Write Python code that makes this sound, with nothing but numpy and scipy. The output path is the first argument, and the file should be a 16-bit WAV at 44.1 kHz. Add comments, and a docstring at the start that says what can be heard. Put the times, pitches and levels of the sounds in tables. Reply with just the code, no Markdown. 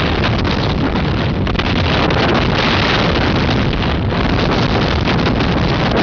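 """Ridge wind overloading a microphone

Strong wind on a bare mountain ridge blows straight onto a small camera microphone. Big eddies, swirls
and fine turbulence at the port drive it far into overload, so the rush tears and crackles; the heaviest
surges pin it to one side and choke the sound for a moment. Between two lulls comes a harder gust in
two waves, the first a low roar, the second a hiss. A pressure of 1 (0 dB) is the overload point."""
import sys
import numpy as np
from scipy.fft import rfft, irfft, next_fast_len
from scipy.io import wavfile
from scipy.ndimage import map_coordinates

SR = 44100
rng = np.random.default_rng(int(sys.argv[2]) if len(sys.argv) > 2 else 0)


def master_out(mix):
    """Clip the mix to full scale and print it as 16-bit PCM to the path in sys.argv[1]."""
    frames = np.transpose(np.atleast_2d(mix))
    ceiling = np.clip(frames, -1, 1)
    pcm = np.round(ceiling * 32767).astype(np.int16)
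    wavfile.write(sys.argv[1], SR, pcm)


N = 265526


def amp(db):
    """Amplitude ratio of a level in decibels."""
    return 10 ** (np.asarray(db) / 20)


def unit(x):
    """Normalisation to rms 1."""
    return x / np.sqrt(np.mean(x ** 2) + 1e-20)


def colour(points, hz):
    """Magnitude response: (frequency_hz, level_db) points joined on a log-frequency axis."""
    f, db = np.transpose(points)
    return amp(np.interp(np.log(hz + 1), np.log(f + 1), db))


def curves(rows):
    """Linear interpolation: one value per sample for each column after the time."""
    times, *columns = np.transpose(rows)
    return [np.interp(np.arange(N) / SR, times, column) for column in columns]


def wobble(rate):
    """Smooth random modulation: a spline through Gaussian knots, rate knots a second."""
    return map_coordinates(rng.standard_normal(8192), [np.arange(N) * rate / SR], mode="wrap")


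def swell(s, length, order=2):
    """Generalised Gaussian pulse of height 1 at time s; a higher order squares its shape."""
    bump = np.zeros(N)
    near = np.arange(max(int((s - 2 * length) * SR), 0), min(int((s + 2 * length) * SR), N))
    bump[near] = np.exp(-np.abs(2 * (near / SR - s) / length) ** order)
    return bump


def filtered(x, response):
    """Linear filtering: the spectrum of x times a complex frequency response."""
    size = next_fast_len(N + SR // 2)
    return irfft(rfft(x, size) * response(np.fft.rfftfreq(size, 1 / SR)), size)[:N]


def noise(spectrum):
    """Spectral shaping of white noise, scaled to rms 1."""
    return unit(filtered(rng.standard_normal(N), lambda hz: colour(spectrum, hz)))


def saturate(x, hardness):
    """Soft clipping: linear while x is small, flattening out at +-1."""
    return x / (1 + np.abs(x) ** hardness) ** (1 / hardness)


def big_eddies(calm_db=-2, wander_rad=0.61):
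    """Buffeting: low random pressure gives way to booms and hoots as orderly vortex trains roll past."""
    # Pressure spectrum of the big eddies: frequency_hz, density_db
    spectrum = [(8, -6), (20, -3), (45, 0.5), (80, -1.5), (140, -3), (250, -9.5), (500, -24), (1500, -61.5)]
    # Vortex trains, relative to the random eddies: centre_s, length_s, pitch_hz, level_db
    trains = [(0.15, 0.12, 75.25, -2.5), (0.317, 0.073, 113, -2.5), (0.488, 0.028, 292, 0.5),
              (0.795, 0.06, 231, -5.5), (0.849, 0.048, 263, 0), (0.986, 0.041, 188, 1.5),
              (1.271, 0.055, 127.1, -1), (1.842, 0.057, 86.14, 1), (1.904, 0.05, 188.2, -4.5),
              (2.31, 0.067, 339.4, -3), (2.791, 0.09, 94.2, 0), (3.081, 0.045, 170, 2.5),
              (3.542, 0.058, 110.8, 0), (3.934, 0.066, 65, -2), (4.066, 0.094, 97.4, 0),
              (4.347, 0.07, 113.4, -2), (4.508, 0.041, 294.6, -1.5), (4.825, 0.053, 128.6, -1),
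              (4.969, .08, 72.76, 1.5), (5.312, .05, 245, -2), (5.717, 0.071, 124.8, -2),
              (5.82, .06, 152, -0.5), (5.933, 0.05, 97, -2.5), (5.964, 0.023, 470, 4.5)]
    t = np.arange(N) / SR
    wander = wander_rad * wobble(rate=45)
    booms, cover = np.zeros(N), np.zeros(N)
    for (s, length, hz, db), turn in zip(trains, rng.random(len(trains))):
        bump = swell(s, length, order=3)
        booms += amp(db) * bump * np.sin(2 * np.pi * (hz * t + turn) + wander)
        cover += bump
    return amp(calm_db * cover) * noise(spectrum) + booms


def sputter(rate, rise_speed=4.8):
    """Intermittency: a random curve of rms 1 whose bursts rise rise_speed times faster than they die."""
    knots = rng.standard_normal(8192)
    index, part = np.divmod(np.arange(N) * rate / SR, 1)
    start, step = knots[index.astype(int)], np.diff(knots)[index.astype(int)]
    progress = np.where(step > 0, np.minimum(part * rise_speed, 1), part)
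    return unit(start + step * progress)


def swirls(bursts, burst_db=2.5):
    """Mid-scale turbulence: a low roar, amplitude-modulated by the bursts of the flow."""
    # Pressure spectrum of the swirls: frequency_hz, density_db
    spectrum = [(60, -32), (170, 0.5), (350, 0), (700, -4.5), (1400, -11.5), (2800, -23.5), (6000, -55.5)]
    return unit(amp(burst_db * bursts) * noise(spectrum))


def fine_turbulence(bursts, slap_db, burst_db=0.8, crackle_db=6.0, patchy_db=1.5):
    """Small-scale intermittency: the finest eddies break each burst into crackles of hiss and fizz."""
    # Pressure spectrum of the fine turbulence: frequency_hz, density_db
    hiss_spectrum = [(300, -16.5), (1000, 1), (2000, -0.5), (3000, -1), (4200, -6), (7000, -28)]
    # Pressure spectrum of the finest turbulence: frequency_hz, density_db
    fizz_spectrum = [(1500, -28), (2800, -7), (3800, -0.5), (5000, 3.5), (7000, -6)]
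    # Slow changes in the strength of the fizz: time_s, gain_db
    brightness = [(0, -11.5), (.55, 4.5), (1, -3.5), (2.25, -5), (3.5, 0.5), (4.03, -8.5), (4.4, 3),
                  (6.02, 0)]
    steady_db, top_db = 0.5, 7
    spits_db = burst_db * bursts + crackle_db * wobble(rate=480)
    unevenness = amp(-1.2 * np.maximum(slap_db, 0))  # a slap is one solid burst: it evens the crackle
    spits_db = steady_db + unevenness * (spits_db - steady_db)

    def crackling(spectrum):
        """Amplitude modulation: both bands share the crackles, and each drifts a little on its own."""
        flicker_db = np.minimum(spits_db + patchy_db * wobble(rate=55), top_db)
        return unit(amp(flicker_db) * noise(spectrum))

    hiss = amp(-0.28) * crackling(hiss_spectrum)
    fizz = amp(curves(brightness)[0] - 3.0) * crackling(fizz_spectrum)
    return hiss + fizz


def turbulence(flutter_db=-0.33, burst_top=1.1):
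    """Superposition of three scales of turbulent pressure; the smaller two flutter and come in bursts."""
    # Underlying strength of the small scales at the port: time_s, swirl_db, hiss_db
    wind = [(0, -5.5, -4.5), (.28, -5, -8), (.82, -6, -18), (1.2, -7, -10), (1.41, -13, -23.5),
            (1.6, -7, -9.5), (1.8, -6, -5), (2.03, 2.5, -1), (2.37, 7.5, 1), (2.47, -5.5, -6),
            (2.56, 5, -3.5), (2.585, 7, 5.5), (2.77, 1.5, 1), (2.93, 1.5, 4), (3.03, 2.5, -1),
            (3.25, 0.5, -6.5), (3.6, -2, -5.5), (3.74, -9, -8), (3.92, -7, -10), (4.04, -14, -20.5),
            (4.24, -0.5, -7), (4.6, 0.5, -5.5), (5.55, -2.5, -9.5), (5.7, -0.5, -7.5), (5.92, -3.5, -10.5),
            (6.02, 5.5, -2)]
    # Underlying strength of the big eddies: time_s, level_db
    buffet = [(0, 3), (.5, 1), (1.4, 0.5), (2.3, 7.5), (2.8, 4.5), (3, 5.5), (3.7, 6), (4.05, -0.5),
              (4.35, 7.5), (6.02, 3.5)]
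    swirl_db, hiss_db = curves(wind) + thumps() + flutter_db * wobble(rate=18)
    slap_db = slaps()
    bursts = np.minimum(sputter(rate=115), burst_top)  # capped: the flow sputters by dropping away
    eddies = amp(curves(buffet)[0] - 0.32 * slap_db) * big_eddies()  # a slap breaks up the big eddies
    roar = amp(swirl_db + 0.71 * slap_db) * swirls(bursts)
    hiss = amp(hiss_db + slap_db) * fine_turbulence(bursts, slap_db)
    return eddies + roar + hiss


def surges(pressure, calm_db, chance_count, chance_s=0.0035, chance_push=2.2):
    """One-sided overload: abrupt pushes pin the microphone and sweep the turbulence off the port."""
    # Heavy surges, signed, in multiples of the overload point: centre_s, length_s, push_ratio
    heavy = [(0.214, 0.0048, 3), (0.369, 0.0045, -3), (0.42, 0.0039, -3), (0.436, 0.0068, 3),
             (0.519, 0.0041, -3.5), (.559, .005, 3), (0.58, .008, 4), (0.67, 0.0027, 3),
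             (0.688, 0.0032, -3), (0.772, 0.0056, -3), (0.892, 0.0074, 3), (0.932, .009, 4),
             (.942, .006, -4), (1.128, 0.0067, -3.5), (1.48, 0.004, 3), (1.524, 0.0134, -3.5),
             (1.537, 0.0077, 3.7), (1.572, 0.012, -4), (1.631, .007, -4), (1.645, 0.0066, 4),
             (1.737, 0.0054, -4), (1.75, 0.0098, 4), (2.098, 0.0053, -4), (2.149, .007, -4),
             (2.217, 0.0046, 4), (2.478, 0.0036, 3), (2.513, 0.0085, -3), (2.567, 0.0044, -3.5),
             (3.568, 0.0067, -3.5), (4.041, 0.0044, 3), (4.359, 0.0046, -3.5), (4.369, 0.008, 3.5),
             (4.674, 0.0079, 4), (4.687, 0.0087, -4), (4.894, .007, 3), (4.919, 0.0062, -3.5),
             (5.004, .007, 3.5), (5.04, 0.014, 3.5), (5.153, 0.0061, -3), (5.222, .009, -4),
             (5.904, 0.0064, -3), (5.928, 0.01, 3)]
    small = [(when * N / SR, chance_s * (.5 + size), chance_push * np.sign(side - .5))
             for when, size, side in rng.random((chance_count, 3))]
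    push, calm = np.zeros(N), np.zeros(N)
    for s, length, strength in heavy + small:
        bump = swell(s, length, order=6)
        push += strength * bump
        calm += bump
    return push + amp(calm_db * calm) * pressure


def slaps(lull_s=0.011, lull_db=-2.5, front_s=0.0067, front_db=3):
    """Transient envelope in dB: fine turbulence draws back, hits with a hard front and briefly holds."""
    # Sharp slaps of fine turbulence: start_s, length_s, gain_db
    hits = [(0.238, 0.0097, 11.5), (0.251, 0.027, 9), (0.385, .01, 3.5), (0.452, 0.025, 1),
            (0.522, 0.027, 7.5), (0.566, 0.014, 4.5), (0.684, 0.051, 4.5), (0.953, 0.04, 6.5),
            (1.241, 0.023, 0.5), (1.47, 0.0066, 17), (1.495, 0.014, 8), (1.554, 0.0074, 4),
            (1.589, 0.013, 19), (1.663, .009, 6.5), (1.677, 0.037, 5), (1.719, 0.017, 1),
            (1.752, 0.0055, 10), (1.778, 0.0072, 5), (1.8, 0.0091, 7.5), (1.933, .016, 6.5),
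            (2.022, 0.023, 3.5), (2.105, 0.0059, 8), (2.142, 0.0061, 12.5), (2.219, 0.025, 5),
            (2.345, .035, 1.5), (2.581, 0.013, 5.5), (3.21, 0.0082, 3.5), (3.269, 0.022, 4),
            (3.503, 0.013, 5.5), (3.737, 0.01, -2.5), (4.047, .008, 6.5), (4.124, 0.0046, 5.5),
            (4.206, 0.0092, 8), (4.357, 0.0076, 5.5), (4.384, 0.012, 4.5), (4.514, 0.028, 4.5),
            (4.581, 0.021, 4), (4.61, .036, 6), (4.736, 0.044, 2.5), (4.909, 0.0061, 3.5),
            (4.953, 0.021, 3.5), (5.036, 0.0078, 8), (5.072, 0.044, 6.5), (5.256, .013, 9),
            (5.269, 0.02, 8), (5.402, 0.019, 9), (5.854, 0.022, 7), (5.913, 0.02, 15)]
    return sum(db * swell(s + length / 2, length, order=8)
               + lull_db * swell(s - lull_s / 2, lull_s, order=4)
               + front_db * swell(s + front_s / 2, front_s, order=4) for s, length, db in hits)


def edge_tones():
    """Vortex shedding: air catching an edge makes a short rasp, a band of noise around one pitch."""
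    # Rasps at an edge: centre_s, length_s, pitch_hz, width_hz, level_db
    rasps = [(0.393, 0.016, 4510, 2450, -4.5), (0.512, 0.0042, 4230, 1810, 0.5),
             (0.643, 0.028, 3900, 1488, -5.5), (0.719, 0.018, 3830, 910, -10.5),
             (.961, 0.0043, 5280, 1485, -8), (1.26, .005, 3274, 1806, -5.5),
             (1.777, 0.0047, 3340, 1210, -1), (3.733, 0.014, 2990, 1202, -9.5),
             (3.828, 0.0088, 3200, 1186, -9.5), (4.025, 0.0071, 2860, 1186, -14.5),
             (5.695, 0.022, 4870, 1837, -6.5)]
    t = np.arange(N) / SR
    tones = np.zeros(N)
    for s, length, hz, width, db in rasps:
        phase = 2 * np.pi * hz * t
        band = wobble(width) * np.sin(phase) + wobble(width) * np.cos(phase)
        tones += amp(db) * swell(s, length) * band
    return tones


def thumps():
    """Spectral tilt, as dB curves for swirls and hiss: the hiss drops and the low roar stands alone."""
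    # Dull thumps: centre_s, length_s, swirl_gain_db, hiss_gain_db
    dips = [(0.424, 0.037, -6.5, -5), (0.773, 0.12, -5, 0), (0.88, 0.034, 3.5, 0.5), (2.081, 0.035, 0, -17),
            (2.12, 0.015, 1, -11.5), (2.165, .028, 1.5, -8), (2.268, 0.022, 0.5, -13),
            (2.326, 0.033, 2.5, -20.5), (4.505, 0.05, 1.5, -6.5), (4.78, 0.068, 1.5, -3),
            (5.162, 0.028, -2.5, -8), (5.346, 0.068, -1, -3.5), (5.559, 0.027, -1, -6.5),
            (5.944, 0.044, 2.5, -18)]
    bumps = np.array([swell(s, length, order=4) for s, length, _, _ in dips])
    return np.transpose(dips)[2:] @ bumps


def muffled(x, corner_hz=1900, share=0.41):
    """Treble shelving: each thump dulls the sound above the corner by a share of its hiss drop in dB."""
    roar = filtered(x, lambda hz: 1 / (1 + (hz / corner_hz) ** 4))
    return roar + amp(share * thumps()[1]) * (x - roar)


def scene():
    """Superposition at the port: turbulence, edge tones and surges make up the air pressure."""
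    return surges(turbulence() + edge_tones(), calm_db=-5.0, chance_count=16)[None]


def record(dry, leak_hz=48, swing_db=-9, ceiling_db=-5.8, bias=0.11, rush_db=-41, top_hz=7250):
    """Clipping: the microphone's flat tops sag through two bass cuts; the amplifier rounds the peaks."""
    # Faint rush that remains in the choked moments: frequency_hz, density_db
    rush_spectrum = [(60, -13), (250, 6), (1000, -9.5), (3000, -16), (7000, -19.5)]
    # Treble response of the camera: frequency_hz, gain_db
    treble = [(2000, -0.5), (4000, 0), (5000, -5.5), (5800, -10.5), (6500, -19), (7000, -33), (7400, -59.5)]
    pinned = saturate(dry[0] + bias, hardness=2.3)  # while pinned, the fine hiss cannot get through
    sagging = amp(swing_db) * filtered(pinned, lambda hz: (1j * hz / (leak_hz + 1j * hz)) ** 2)
    rounded = amp(ceiling_db) * saturate(sagging / amp(ceiling_db), hardness=3.6)
    rush = amp(rush_db) * noise(rush_spectrum)
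    return filtered(muffled(rounded) + rush, lambda hz: colour(treble, hz) * (hz < top_hz))[None]


dry = scene()
out = record(dry)
master_out(out)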